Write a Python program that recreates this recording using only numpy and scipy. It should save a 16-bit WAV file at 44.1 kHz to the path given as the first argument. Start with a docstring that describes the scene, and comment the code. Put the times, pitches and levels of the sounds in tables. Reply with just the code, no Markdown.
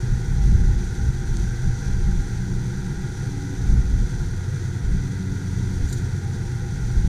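"""A battery cylinder mower is walked over a lawn, a few metres from a hand-held phone that moves with it.
The blades brush the bottom blade and ring the deck, the roller booms in the grass box, cut grass hisses.
The motor hums, a gear whines and sags under load; grit ticks and a twig snaps in the blades.
Wind buffets the microphone; there are no walls to echo."""
import sys
import numpy as np
from scipy import signal
from scipy.fft import rfft, irfft
from scipy.io import wavfile
from scipy.ndimage import uniform_filter1d

SR = 44100
rng = np.random.default_rng(int(sys.argv[2]) if len(sys.argv) > 2 else 0)


def dump(signal):
    """Clip the signal to [-1, 1] and save it as 16-bit WAV at the path in sys.argv[1]."""
    limited = np.clip(np.atleast_2d(signal).T, -1, 1)
    pcm = np.round(limited * 32767).astype(np.int16)
    wavfile.write(sys.argv[1], SR, pcm)


N = 312228
TIME = np.arange(N) / SR
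FREQ = np.maximum(np.arange(N // 2 + 1) * SR / N, 1)


def cutter():
    """The roller knocks the box; the blades rattle the deck and shear thousands of stalks a second."""
    # resonances: f/Hz, width/Hz, level/dB
    box_modes = [(61, 140, -57.5), (119.2, 23.5, -43), (138.7, 29, -47.5), (197, 61, -59), (270, 75, -70),
                 (350.5, 26.3, -61), (402.4, 41, -66), (460.4, 42, -70), (497.4, 30.3, -69.5)]  # grass box and chassis
    deck_modes = [(625, 21, -81), (726, 120, -77.5), (860, 83, -77), (936, 117, -77.5), (1053, 44, -87.5),
                  (1245, 185, -84), (1416, 140, -73), (1495, 134, -73), (1622, 184, -75.5),
                  (1865, 186, -78), (1986, 57, -76), (2117, 128, -80), (2333, 220, -85.5), (2560, 260, -89)]  # cutter and deck
    blade_modes = [(5980, 920, -79.5), (6750, 950, -95)]  # shearing blades
    # cut grass spraying into the box: f/Hz, level/dB
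    spray_spectrum = [(500, -99), (2950, -93), (3350, -85), (4000, -85.5), (4850, -85.5), (5350, -93.5),
                      (7000, -87), (7900, -92.5), (8700, -90.5), (10000, -95), (11000, -100.5),
                      (12500, -102), (13500, -106), (15300, -110)]
    load_db = cutting_load_db()
    boom = colour(impacts(2500, 2.36), resonances(box_modes) * band(8.9, 517)) * undb(0.2 * load_db)
    whirr = colour(impacts(6000, 2.64), resonances(deck_modes)) * undb(0.24 * load_db)
    tufts = walk(26)  # sward thickness varies from cut to cut
    ring_db = 0.28 + 1.15 * load_db + 0.57 * tufts
    ring = colour(impacts(6000, 5.5), resonances(blade_modes)) * undb(ring_db)
    spray_db = 0.5 * load_db + 0.52 * tufts
    spray = colour(impacts(11000, 3.5), slope(spray_spectrum)) * undb(spray_db)
    return boom + whirr + ring + spray


def cutting_load_db():
    """Load follows the sward's thickness and surges as each step pushes the mower on."""
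    # sward thickness: t/s, load/dB
    sward = [(0.0, 0.0), (0.6, 0.7), (1.2, 0.1), (1.5, 1.5), (1.8, 1.5), (2.4, -0.9), (3.1, -0.7),
             (3.65, 0.4), (4.5, -1.3), (5.3, -2), (5.75, 0.6), (6.25, -1.5), (6.55, -1.5), (7.08, -0.2)]
    step_hz, surge_db = 2.17, 0.73
    sward_db, = curves(sward)
    return sward_db + surge_db * np.cos(2 * np.pi * step_hz * TIME)


def motor():
    """The cutter motor hums at its turning rate; in spells the overtones swell to a buzz."""
    # hum: t/s, f/Hz, level/dB
    hum = [(0, 93.0, -51), (1.9, 93.7, -38), (3.05, 93.7, -39), (3.5, 92.9, -34.5), (4.1, 92.5, -40),
           (4.4, 92.3, -29), (5.0, 93.0, -30.5), (5.75, 92.3, -27), (6.3, 92.5, -30.5), (7.08, 92.2, -40)]
    # buzzy spells: start/s, length/s, level at centre/dB, centre/Hz
    buzzes = [(1.75, 1.17, -31.5, 108), (3.224, 0.32, -40, 287), (4.853, 0.88, -37, 187)]
    spread_hz, rest_db, sway_db = 110, -54.5, 1.5
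    turn_hz, hum_db = curves(hum)
    out = tone(turn_hz, hum_db) * flutter(28, 0.33)
    for harmonic in (2, 3, 4):
        hz = harmonic * turn_hz
        buzz = 0
        for start_s, length_s, db, centre_hz in buzzes:
            nearness = np.exp(-((hz - centre_hz) / spread_hz) ** 2)
            buzz += undb(db) * nearness * spell(start_s, length_s, attack_s=0.1, release_s=0.28)
        out += np.hypot(buzz, undb(rest_db)) * tone(hz, sway_db * walk(3.3)) * flutter(27, 0.24)
    return out


def drive():
    """The drive gives a wavering drone and four steadier tones."""
    # drone: t/s, level/dB
    drone_levels = [(0, -48.5), (.9, -44), (1.5, -52), (2.9, -49), (4.2, -57), (5.1, -61), (6.05, -46.5),
                    (6.5, -56), (7.08, -51)]
    # drive tones: f/Hz, level/dB, wander/Hz, sway/dB
    partials = [(178, -44.5, 1.5, 2), (1428, -60, 6, 2.5), (1606, -64, 4, 2.5), (1948, -66, 9, 2)]
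    drone_hz, drone_wander_hz = 355.2, 8.94
    drone_db, = curves(drone_levels)
    drone = tone(drone_hz + drone_wander_hz * walk(8.97), drone_db) * flutter(19, 0.34)
    return drone + sum(tone(hz + wander_hz * walk(8.4), db + sway_db * walk(2.4))
                       for hz, db, wander_hz, sway_db in partials)


def controller():
    """The speed controller sings at a constant pitch and its octave."""
    switch_hz = 1000
    return tone(switch_hz, -70 + 3.1 * walk(2.4)) + tone(2 * switch_hz, -66 + 3 * walk(2.2))


def gear():
    """The drive gear's whine sags in pitch with the load at every step and recovers."""
    # whine: t/s, level/dB
    whine_levels = [(0, -55), (.45, -54.5), (1.6, -54.5), (2.15, -55), (3.0, -57), (3.65, -53.5),
                    (4.3, -63), (5.6, -65), (6.5, -54), (7.08, -55.5)]
    mesh_hz, sag_hz_per_db, wander_hz = 800.4, 5, 9
    whine_db, = curves(whine_levels)
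    whine_hz = mesh_hz - sag_hz_per_db * cutting_load_db() + wander_hz * walk(26)
    return tone(whine_hz, whine_db + 2.5 * walk(7.4)) * flutter(47, 0.37)


def bearing():
    """A bearing whistles faintly, climbs in pitch and fades."""
    # whistle: t/s, f/Hz, level/dB
    whistle = [(0, 1423, -57), (.5, 1510, -55), (.8, 1524, -58.5), (1.3, 1556, -55), (1.8, 1559, -51.5),
               (2.6, 1558, -58), (3.1, 1524, -74), (7.08, 1560, -68)]
    hz, db = curves(whistle)
    return tone(hz + 9 * walk(17.1), db) * flutter(6.5, 0.44)


def debris():
    """Hard things meet the blades: a grain of grit ticks, a twig scrapes and snaps."""
    # twig scrapes: t/s, peak level/dB, rise/s, decay/s
    nicks = [(5.9, -42, .013, 0.013), (5.928, -34.5, .001, 0.01), (5.98, -48, .025, .025)]
    # twig resonances: f/Hz, width/Hz, relative level/dB
    twig_modes = [(3900, 480, -2), (4600, 610, 1), (7020, 700, 5), (8470, 1500, -4), (12300, 2700, -15)]
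    # grit on the deck, then the twig breaking: t/s, level/dB, low edge/Hz, high edge/Hz
    ticks = [(1.3703, -15.5, 3300, 8700), (5.9268, -24, 6500, 14500)]
    envelope = sum(undb(db) * swell(peak_s, rise_s, decay_s) for peak_s, db, rise_s, decay_s in nicks)
    scrape = rng.choice([-1, 1], N) * envelope
    out = filtered(scrape, unit(resonances(twig_modes)))
    for at_s, db, low_hz, high_hz in ticks:
        impulse = np.arange(N) == int(at_s * SR)
        out += undb(db) * filtered(impulse, unit(band(low_hz, high_hz)))
    return out


def wind():
    """Eddies at the microphone port; stronger gusts are brighter, the strongest are rounded off."""
    # eddy spectrum: f/Hz, relative level/dB
    buffet = [(5.9, -34), (10, -6.5), (32, 4), (52, 1.5), (161, -13.5), (187, -14), (250, -26), (285, -38),
              (316, -26), (330, -44), (430, -73), (730, -120)]
    ceiling = 0.52
    level_db = wind_level_db()
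    eddies = colour(rng.standard_normal(N), slope(buffet))
    deep = filtered(eddies, band(1, 80))
    deep_rms = np.sqrt(uniform_filter1d(deep ** 2, size=4410))  # over 0.1 s
    upper = (eddies - deep) / deep.std()
    upper_db = 0.68 + 0.23 * (level_db - level_db.max())
    pressure = (deep / deep_rms + undb(upper_db) * upper) * undb(level_db)
    return filtered(ceiling * np.tanh(pressure / ceiling), band(4.3, 410))


def wind_level_db():
    """Bell-shaped gusts, building faster than they die, on top of a restless breeze."""
    # breeze: t/s, level/dB
    breeze = [(0, -27.5), (2.7, -31), (3.2, -34.5), (4.2, -30), (4.6, -37), (5.05, -37), (5.3, -37),
              (5.8, -27), (6.2, -38.5), (7.08, -24)]
    # gusts: t/s, peak level/dB, decay/s
    gusts = [(0.135, -17, 0.032), (0.33, -14, 0.034), (0.45, -14.5, 0.051), (0.575, -13, 0.15),
             (1.01, -19, .025), (1.08, -16, 0.018), (1.35, -20.5, 0.12), (1.672, -17, .03),
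             (1.92, -20, 0.058), (2.06, -18, .09), (2.165, -16.5, .04), (2.555, -24.5, 0.048),
             (3.725, -13, 0.086), (3.93, -15.5, 0.041), (4.01, -17, 0.037), (4.22, -26.5, 0.081),
             (4.91, -18, 0.072), (5.825, -20, 0.045), (6.84, -24.5, .035), (6.98, -12.5, 0.024),
             (7.057, -15, 0.015)]
    sway_db, rise_share = 2, 0.71
    breeze_db, = curves(breeze)
    power = undb(breeze_db + sway_db * walk(9.5)) ** 2
    for peak_s, db, decay_s in gusts:
        width_s = np.where(TIME < peak_s, rise_share * decay_s, decay_s)
        power += undb(db) ** 2 * np.exp(-((TIME - peak_s) / width_s) ** 2)
    return 10 * np.log10(power)


def undb(db):
    """Decibels to gain."""
    return 10 ** (np.asarray(db) / 20)


def unit(x):
    """Scale to rms 1."""
    return x / np.sqrt(np.mean(x ** 2))


def curves(table):
    """Each column after the first, interpolated linearly in time."""
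    times_s, *columns = np.transpose(table)
    return [np.interp(TIME, times_s, column) for column in columns]


def filtered(x, gain):
    """Apply a gain given over FREQ."""
    return irfft(rfft(x) * gain, N)


def colour(x, gain):
    """Filter white excitation of rms 1 so that `gain` is its amplitude per root Hz."""
    return filtered(x, gain) * np.sqrt(SR / 2)


def band(low_hz, high_hz):
    """Gain of a steep band-pass."""
    return 1 / np.sqrt((1 + (low_hz / FREQ) ** 20) * (1 + (FREQ / high_hz) ** 20))


def slope(points):
    """Gain through (f/Hz, level/dB) points on a log-frequency axis."""
    hz, db = np.transpose(points)
    return undb(np.interp(np.log(FREQ), np.log(hz), db))


def resonances(modes):
    """Gain of steep resonances whose powers add."""
    power = 0
    for hz, width_hz, db in modes:
        detuning = (FREQ ** 2 - hz ** 2) / (FREQ * width_hz)
        power += (undb(db) / (1 + detuning ** 2)) ** 2
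    return np.sqrt(power)


def walk(rate_hz):
    """Random drift of rms 1, low-passed at rate_hz."""
    return unit(filtered(rng.standard_normal(N), 1 / (1 + (FREQ / rate_hz) ** 4)))


def flutter(rate_hz, depth):
    """A gain that trembles round 1."""
    return 1 + depth * walk(rate_hz)


def impacts(per_s, spread_db):
    """A dense random stream of tiny knocks of uneven size, rms 1."""
    struck = rng.random(N) < per_s / SR
    signs = rng.choice([-1, 1], N)
    sizes = undb(spread_db * np.clip(rng.standard_normal(N), -2, 2))
    return unit(struck * signs * sizes)


def tone(hz, db):
    """A sine that follows a pitch and an rms level."""
    cycles = np.cumsum(hz * np.ones(N)) / SR + rng.random()
    return np.sqrt(2) * undb(db) * np.sin(2 * np.pi * cycles)


def swell(peak_s, rise_s, decay_s):
    """A gain that grows to 1 at peak_s and dies away."""
    return np.exp(-np.maximum((peak_s - TIME) / rise_s, (TIME - peak_s) / decay_s))


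def spell(start_s, length_s, attack_s, release_s):
    """A gain that rises, holds at 1 and is released."""
    attack = np.clip((TIME - start_s) / attack_s, 0, 1)
    return attack * np.exp(-np.maximum(TIME - start_s - length_s, 0) / release_s)


def scene():
    """The mower in the open air, with wind on the microphone; mono."""
    mower = cutter() + motor() + drive() + controller() + gear() + bearing() + debris()
    return (mower + wind())[None]


def record(dry):
    """The phone cuts the top treble; both ends fade briefly."""
    top_hz, fade_s = 15250, 0.004
    fade = np.minimum(np.minimum(TIME, TIME[-1] - TIME) / fade_s, 1)
    lowpass = signal.ellip(12, 0.1, 90, top_hz, fs=SR, output="sos")
    return fade * signal.sosfilt(lowpass, dry * fade)


dry = scene()
out = record(dry)
dump(out)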